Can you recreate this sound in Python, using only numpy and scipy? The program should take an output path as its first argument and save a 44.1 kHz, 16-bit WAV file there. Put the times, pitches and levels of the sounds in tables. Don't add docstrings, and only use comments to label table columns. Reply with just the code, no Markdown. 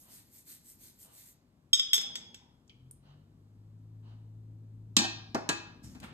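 import sys
import numpy as np
from scipy import signal
from scipy.fft import rfft, irfft, next_fast_len
from scipy.io import wavfile
from scipy.ndimage import uniform_filter1d

SR = 44100
rng = np.random.default_rng(int(sys.argv[2]) if len(sys.argv) > 2 else 0)


def to_wav(s):
    ch = np.atleast_2d(s).T
    pcm = np.round(np.clip(ch, -1, 1) * 32767)
    wavfile.write(sys.argv[1], SR, pcm.astype(np.int16))


N = 270333


def amp(db):
    return 10 ** (np.asarray(db) / 20)


def unit(x):
    return x / np.sqrt(np.mean(x ** 2) + 1e-20)


def along(points, hz):
    f, v = np.transpose(points)
    return np.interp(np.log(hz + 1), np.log(f + 1), v)


def curves(rows):
    s, *cols = np.transpose(rows)
    return [np.interp(np.arange(N) / SR, s, c) for c in cols]


def ramp(start_s, length_s):
    return np.clip((np.arange(N) / SR - start_s) / length_s, 0, 1)


def stroke(start_s, length_s, peak):
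    progress = (np.arange(N) / SR - start_s) / length_s
    half_turns = np.interp(progress, [0, np.clip(peak, .1, .9), 1], [0, .5, 1])
    return np.abs(np.sin(np.pi * half_turns))


def wobble(rows, size, per_second):
    knots = rng.standard_normal((rows, int(size * per_second / SR) + 4))
    at = np.arange(size) * per_second / SR
    return np.array([np.interp(at, np.arange(len(k)), k) for k in knots])


def filtered(x, response):
    n = x.shape[-1]
    m = next_fast_len(n + SR // 8)
    return irfft(rfft(x, m) * response(np.fft.rfftfreq(m, 1 / SR)), m)[..., :n]


def colour(x, spectrum):
    return unit(filtered(x, lambda hz: amp(along(spectrum, hz))))


def stress(x, centre_hz, boost_db, octaves):
    def bump(hz):
        distance = np.log2((hz + 1) / centre_hz) / octaves
        return amp(boost_db * np.exp(-distance ** 2))
    return unit(filtered(x, bump))


def noise(spectrum, size, alike=0):
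    share = np.clip(alike, 0, 1)
    common = np.sqrt(share) * rng.standard_normal(size)
    separate = np.sqrt(1 - share) * rng.standard_normal((2, size))
    return colour(common + separate, spectrum)


def grains(spectrum, per_second, smooth):
    flicks = (rng.random(N) < per_second / SR) * rng.standard_normal((2, N))
    z = signal.stft(unit(flicks) + smooth * rng.standard_normal((2, N)), nperseg=256)[2]
    spots = uniform_filter1d(rng.standard_normal(z.shape[1:]), size=4, axis=0)
    spots = uniform_filter1d(spots, size=20, axis=1)
    patchy_db = 2.0
    patchy = signal.istft(z * amp(patchy_db * unit(spots)), nperseg=256)[1]
    return colour(patchy[:, :N], spectrum)


def ring(modes, t, tilt_db, damping, waver):
    hz, db, t60 = np.transpose(modes)[:, :, None]
    level = db + tilt_db * np.log2(hz / np.median(hz)) + rng.standard_normal(hz.shape)
    phase = 2 * np.pi * rng.random(hz.shape) + waver * hz / hz[-1] * wobble(len(hz), len(t), per_second=160)
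    apart = np.minimum(hz / 1000, 1) * rng.uniform(0.17, 1.0, hz.shape) * rng.choice([-1, 1], hz.shape)
    wave = amp(level - 60 * t * damping / t60) * np.exp(1j * (2 * np.pi * hz * t + phase))
    return (np.exp(1j * np.array([[1], [-1]]) * apart.T) @ wave).imag


def add(track, s, sound):
    part = track[:, round(s * SR):][:, :sound.shape[1]]
    part += sound[:, :part.shape[1]]


def room(x, wet_db):
    # f/Hz, t60/s
    decay = [(150, 0.24), (600, 0.72), (2500, 0.59), (5000, 0.56), (8000, 0.28), (13000, 0.21)]
    hz, t, z = signal.stft(rng.standard_normal((2, 3 * SR // 4)), SR, nperseg=256)
    tail = signal.istft(z * amp(-60 * t / along(decay, hz)[:, None]), SR, nperseg=256)[1]
    tail = np.pad(tail / np.linalg.norm(tail[0]), ((0, 0), (SR // 250, 0)))
    return x + amp(wet_db) * signal.fftconvolve(x, tail, axes=1)[:, :N]


def lean(x, left_db):
    return x * amp([[left_db / 2], [-left_db / 2]])


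def background():
    # f/Hz, relative level/dB
    low_spectrum = [(20, -38.5), (38, -10.5), (60, -10.5), (107, -5.5), (170, -8.5), (255, -8),
                    (330, -14.5), (530, -29), (1000, -51), (2000, -63.5)]
    # f/Hz, relative level/dB
    air_spectrum = [(100, -6), (500, 10.5), (1000, 7), (2000, -3), (4000, -5.5), (8500, -11), (12500, -12),
                    (15000, -25)]
    rumble_db, growth_db, growth_from_s, growth_s = -67.5, 11.5, 2.05, 4.2
    unsteady_db = -1.05
    level_db = rumble_db + growth_db * ramp(growth_from_s, growth_s)
    level_db = level_db + unsteady_db * wobble(1, N, per_second=5)
    rumble = amp(level_db) * noise(low_spectrum, N, alike=1.0)
    return lean(rumble, left_db=5.0) + amp(-77.0) * noise(air_spectrum, N, alike=.2)


def engine():
    # t/s, turn rate/Hz
    speed = [(2.6, 38), (2.87, 42.8), (3.12, 48.2), (3.65, 53), (4.05, 54.3), (4.95, 54.3), (5.45, 53),
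             (6.13, 48.5)]
    # multiple of the turn rate, level ahead of the resonances/dB
    orders = [(1, -52), (2, -47.5), (3, -51), (4, -62.5), (5, -62)]
    # f/Hz, width/Hz, peak gain/dB
    resonances = [(111.4, 8.5, 1.5), (128.1, 6.4, -5), (144.2, 4.4, -6), (161.3, 3.3, -11.5)]
    on_s, rise_s, leave_s, fade_db_per_s = 2.67, 0.16, 4.95, 2
    leak_db = -19
    turn_hz, = curves(speed)
    angle = 2 * np.pi * np.cumsum(turn_hz) / SR
    out = np.zeros(N)
    for order, db in orders:
        boom = np.zeros(N)
        for hz, width_hz, peak_db in resonances:
            boom += amp(peak_db) / (1 + (2 * (order * turn_hz - hz) / width_hz) ** 2)
        out += amp(db) * np.hypot(boom, amp(leak_db)) * np.sin(order * angle)
    leaving_db = -fade_db_per_s * np.maximum(np.arange(N) / SR - leave_s, 0)
    return lean(np.sqrt(2) * out * ramp(on_s, rise_s) * amp(leaving_db), left_db=2)


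def pulsing():
    # f/Hz, relative level/dB
    pulse_spectrum = [(250, -18), (550, 4), (1000, 3.5), (1500, -2), (2300, -10), (2950, 1.5), (3400, -7),
                      (4200, -4.5), (5000, -13), (6500, -17), (9000, -48)]
    first_s, every_s, length_s, level_db = .01, 1.002, .14, -69.5
    swell = sum(stroke(s, length_s, peak=.5) for s in np.arange(first_s, N / SR, every_s))
    return room(amp(level_db) * swell * noise(pulse_spectrum, N, alike=0.25), wet_db=-1.5)


def sleeve():
    # start t/s, rise/s, t60/s, rub level/dB, swish level/dB
    slides = [(5.822, .022, 0.45, -63.5, -56), (5.995, 0.0493, 0.067, -46.5, -62)]
    # f/Hz, relative level/dB
    rub_spectrum = [(200, -13), (500, 9.5), (1000, 6), (2600, 2.5), (4000, -4), (8000, -26)]
    # f/Hz, relative level/dB
    swish_spectrum = [(2000, -20), (4000, -9.5), (6000, -2), (9000, -7.5), (12500, -10.5), (15000, -30)]
    # f/Hz, relative level/dB
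    arm_spectrum = [(35, -16.5), (60, 9.5), (150, 2.5), (240, 5.5), (400, -24), (900, -49)]
    arm_db, catching_db = -49.5, 2.5
    t = np.arange(N) / SR
    rub, swish, weight = np.zeros((3, N))
    for s, rise_s, t60_s, rub_db, swish_db in slides:
        speed = ramp(s, rise_s) ** 2 * amp(-60 * np.maximum(t - s - rise_s, 0) / t60_s)
        rub += amp(rub_db) * speed
        swish += amp(swish_db) * speed
        weight += amp(arm_db) * np.sqrt(speed)
    cloth = rub * grains(rub_spectrum, per_second=430, smooth=0.95)
    cloth = cloth + swish * grains(swish_spectrum, per_second=2200, smooth=1.0)
    cloth = cloth * amp(catching_db * wobble(1, N, per_second=90))
    return room(cloth, wet_db=-3.0) + weight * noise(arm_spectrum, N, alike=0.82)


def drips():
    # t/s, level/dB, centre f/Hz, width/centre, t60/s
    ticks = [(.423, -61, 9000, 0.37, .015), (2.678, -65, 6400, 0.42, 0.038),
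             (2.696, -59.5, 4730, 0.36, 0.045), (2.695, -57.5, 3170, 0.11, 0.1),
             (2.70, -62, 2390, 0.13, 0.11), (2.911, -42.5, 9940, 0.22, 0.025), (6.001, -50, 6340, 1, 0.037)]
    out, t = np.zeros((2, N)), np.arange(SR // 4) / SR
    for s, db, centre_hz, width, t60_s in ticks:
        def band(hz):
            return 1 / (1 + ((hz / centre_hz - 1) / width) ** 2) ** 2
        tick = unit(filtered(rng.standard_normal((2, len(t))), band))
        add(out, s, amp(db - 60 * t / t60_s) * tick)
    return room(out, wet_db=-7.5)


def tray():
    # t/s, table thud level/dB, thud's favoured f/Hz, tray ring level before
    # a 6 dB cut/dB, ring tilt/(dB/octave), clack level/dB, clack's favoured f/Hz
    knocks = [(4.9666, -25, 230, -23.5, 4.5, -12, 3790), (4.987, -29.5, 177, -30, -0.5, -26, 4200),
              (5.016, -34.5, 252, -46.5, -9.5, -41, 4200), (5.04, -34, 840, -34.5, -3.5, -38, 3440),
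              (5.346, -21.5, 590, -48.5, 0.5, -34.5, 5270), (5.4903, -25, 1730, -32.5, -5, -22, 7000),
              (5.949, -44.5, 230, -64, -3.5, -62, 2470)]
    # f/Hz, relative level/dB, t60 before damping/s
    tray_modes = [(333, -19, .5), (767, -11, .22), (830, -8, .28), (965, -13, .35), (1201, -7, .28),
                  (1579, -4, .3), (1643, -1, .3), (1834, -9, .3), (2399, -3, .36), (2585, 2, .38),
                  (2998, -2, .2), (3262, -2, .3), (3637, -1, .28), (3686, -3, .28), (3984, -1, .24),
                  (4210, -2, .3), (4340, -3, .33), (4447, -4, .32), (4818, -5, .28), (5283, -3, .25),
                  (5850, -3, .25), (6578, -6, .23), (7130, -2, .12), (7490, 0, .12), (8210, -5, .1)]
    # f/Hz, relative level/dB
    thud_spectrum = [(40, -36), (100, -17.5), (160, -5), (215, 5.5), (270, 4), (350, -3), (550, -12),
                     (780, -6), (1050, -8.5), (1600, -11.5), (2200, -19.5), (5000, -49.5), (9000, -65.5)]
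    # f/Hz, relative level/dB
    clack_spectrum = [(100, -48.5), (500, -24.5), (1000, 6), (1600, -14), (2050, 0), (2600, 3.5), (4300, 5),
                      (6000, 5), (7500, -1.5), (9200, -2.5), (10800, -10.5), (12500, -13), (16000, -38.5)]
    # delay/s, relative level/dB
    chatter = [(.0008, -1.5), (.0032, -7.5), (.0068, -7.5)]
    out, t = np.zeros((2, N)), np.arange(2 * SR // 3) / SR
    contact = 1 - np.exp(-t / 0.00042)
    for s, thud_db, thud_hz, ring_db, tilt_db, clack_db, clack_hz in knocks:
        wood = stress(noise(thud_spectrum, len(t), alike=0.67), thud_hz, boost_db=6.5, octaves=0.6)
        thud = amp(thud_db - 60 * t / 0.12) * (1 - np.exp(-t / 0.0034)) * wood
        plastic = stress(noise(clack_spectrum, len(t), alike=0.014), clack_hz, boost_db=6.5, octaves=0.25)
        crack = sum((t >= delay) * amp(db - 60 * np.abs(t - delay) / 0.0049) for delay, db in chatter)
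        shimmer = amp(-2.0 - 60 * t / 0.043) + amp(-16.5 - 60 * t / 0.054)
        clack = amp(clack_db) * (crack + shimmer) * plastic
        metal = amp(ring_db - 6.0) * ring(tray_modes, t, tilt_db, damping=1.49, waver=1.0)
        add(out, s, lean(thud, left_db=2.0) + contact * (clack + metal))
    return lean(room(out, wet_db=-8.5), left_db=1.06)


def slosh(start_s, length_s):
    # f/Hz, relative level/dB
    slosh_spectrum = [(40, -17), (70, -4.5), (130, -5.5), (205, 2), (300, -7.5), (550, -10), (1200, -25.5),
                      (3000, -43.5)]
    heave = stroke(start_s, length_s, peak=.15) ** 2
    return amp(-59) * heave * noise(slosh_spectrum, N, alike=0.84)


def water(start_s, length_s, count=44):
    low_hz, high_hz, level_db = 750, 2400, -46.5
    cycles = 24
    out, t = np.zeros((2, N)), np.arange(SR // 12) / SR
    for when, size, strength in rng.random((count, 3)):
        hz = low_hz * (high_hz / low_hz) ** size
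        age = t * hz / cycles
        tone = np.sin(2 * np.pi * hz * t * (1 + .12 * age))
        bubble = tone * amp(-60 * age) * (1 - np.exp(-t / 0.0018))
        gain = amp(level_db - 18 * strength - 10 * when)
        add(out, start_s + length_s * when, gain * np.array([bubble, bubble]))
    return room(out, wet_db=-0.5)


def bowl():
    # t/s, ring level/dB, ring tilt/(dB/octave), click level/dB, place (0 wall, 1 bottom)
    clinks = [(1.7313, -14.5, -2, -25, 0), (1.7952, -28.5, -10.5, -29.5, 0), (1.932, -17.5, -1.5, -24, 1),
              (1.9415, -17, 11, -29, 0), (1.961, -33, 2, -35.5, 1), (1.979, -36, -10, -31, 0.0068),
              (2.012, -44, 4, -37, 1), (2.155, -34, -2, -33, 0.089), (2.344, -47, -2, -45, 0.48)]
    # f/Hz, level struck on the wall/dB, level struck on the bottom/dB, t60 before damping/s
    glass_modes = [(3190, -16, -11, .08), (3332, -1.5, -4.5, .15), (3501, -16, -1, .13),
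                   (3651, -6, -17, .11), (5114, -4, -11, .13), (5549, -28, -16, .26), (6333, -24, -15, .15),
                   (6466, -13, -21, .2), (7770, -12, -11, .12), (7850, -16, -14, .1),
                   (10158, -30, -21, .05), (10790, -20, -15, .04), (11500, -24, -13, .06),
                   (11760, -21, -19, .06), (12250, -23, -21, .06)]
    # f/Hz, relative level/dB
    click_spectrum = [(50, -37), (200, -12), (400, -11), (800, -17), (1700, -5), (2400, -4.5), (3200, 1),
                      (4400, -5.5), (6500, -1.5), (8800, -18), (11500, -14.5), (13000, -20.5),
                      (15500, -26.5)]
    out, t = np.zeros((2, N)), np.arange(SR // 2) / SR
    contact = 1 - np.exp(-t / 0.00036)
    hz, wall_db, bottom_db, t60_s = np.transpose(glass_modes)
    for s, ring_db, tilt_db, click_db, place in clinks:
        mode_db = wall_db + np.clip(place, 0, 1) * (bottom_db - wall_db)
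        modes = np.transpose([hz, mode_db, t60_s])
        click = amp(click_db - 60 * t / 0.037) * noise(click_spectrum, len(t), alike=0.6)
        glass = amp(ring_db) * ring(modes, t, tilt_db, damping=1.12, waver=1.8)
        add(out, s, contact * (glass + click))
    return lean(room(out, wet_db=-8.5), left_db=1.5)


def scrubbing():
    # start t/s, length/s, peak bristle level/dB
    strokes = [(-.08, 0.19, -60), (.065, 0.19, -54), (.295, .16, -56), (.44, .16, -51.5),
               (.625, 0.15, -54.5), (.77, .18, -55.5), (.975, 0.112, -54), (1.09, 0.23, -56),
               (1.225, .13, -58.5)]
    # f/Hz, relative level/dB
    bristle_spectrum = [(3000, -26), (5500, -7.5), (7500, -0.5), (9500, 0.5), (10800, 1.5), (12500, 3.5),
                        (13800, -5), (15000, -15), (16000, -33)]
    # f/Hz, relative level/dB
    rasp_spectrum = [(130, 1), (300, 9), (600, -14.5), (900, -12), (2000, 1), (3000, -2.5), (4300, 5),
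                     (5300, 0.5), (6500, 0), (9000, -14.5), (14000, -40)]
    fastest_at = .42
    pull_rasp_db, push_rasp_db = -13.5, -8
    drag_db, drag_rasp_db, lift_off_s, lift_s = -70.5, -9, 1.35, .07
    hiss_power, rasp_power = np.zeros((2, N))
    for k, (s, length_s, db) in enumerate(strokes):
        force = amp(db) * stroke(s, length_s, fastest_at) ** 1.6
        rasp_db = push_rasp_db if k % 2 else pull_rasp_db
        hiss_power += force ** 2
        rasp_power += (force * amp(rasp_db)) ** 2
    drag = amp(drag_db) * (1 - ramp(lift_off_s - lift_s, lift_s))
    hiss_level = np.sqrt(hiss_power + drag ** 2)
    rasp_level = np.sqrt(rasp_power + (amp(drag_rasp_db) * drag) ** 2)
    bristles = hiss_level * grains(bristle_spectrum, per_second=2600, smooth=.9)
    stone = rasp_level * grains(rasp_spectrum, per_second=1800, smooth=.8)
    return room(bristles, wet_db=-9.5) + room(stone, wet_db=-7.0)


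def scene():
    stir_s, stir_length_s = 1.93, 0.6
    far = background() + engine() + pulsing()
    wet = drips() + slosh(stir_s, stir_length_s) + water(stir_s, stir_length_s)
    return far + sleeve() + tray() + wet + bowl() + scrubbing()


def record(dry):
    # f/Hz, share 0-1
    pair_alike = [(400, 0), (1500, .35), (6200, .45), (7600, .86), (14000, .86)]
    # f/Hz, phase/rad
    pair_phase = [(400, 0), (1400, -2), (4000, -2), (5500, -2.8), (7000, -.5), (8600, .1), (10400, 3.1),
                  (12300, 6.1), (13600, 6.4), (14800, 9.4)]
    top_hz = 16000

    def alike(hz):
        return np.clip(along(pair_alike, hz), 0, 1)

    left, right = dry
    right = filtered(left, alike) + filtered(right, lambda hz: np.sqrt(1 - alike(hz) ** 2))
    right = filtered(right, lambda hz: np.exp(-1j * along(pair_phase, hz)))
    return filtered(np.array([left, right]), lambda hz: 1 / (1 + (hz / top_hz) ** 80))


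dry = scene()
out = record(dry)
to_wav(out)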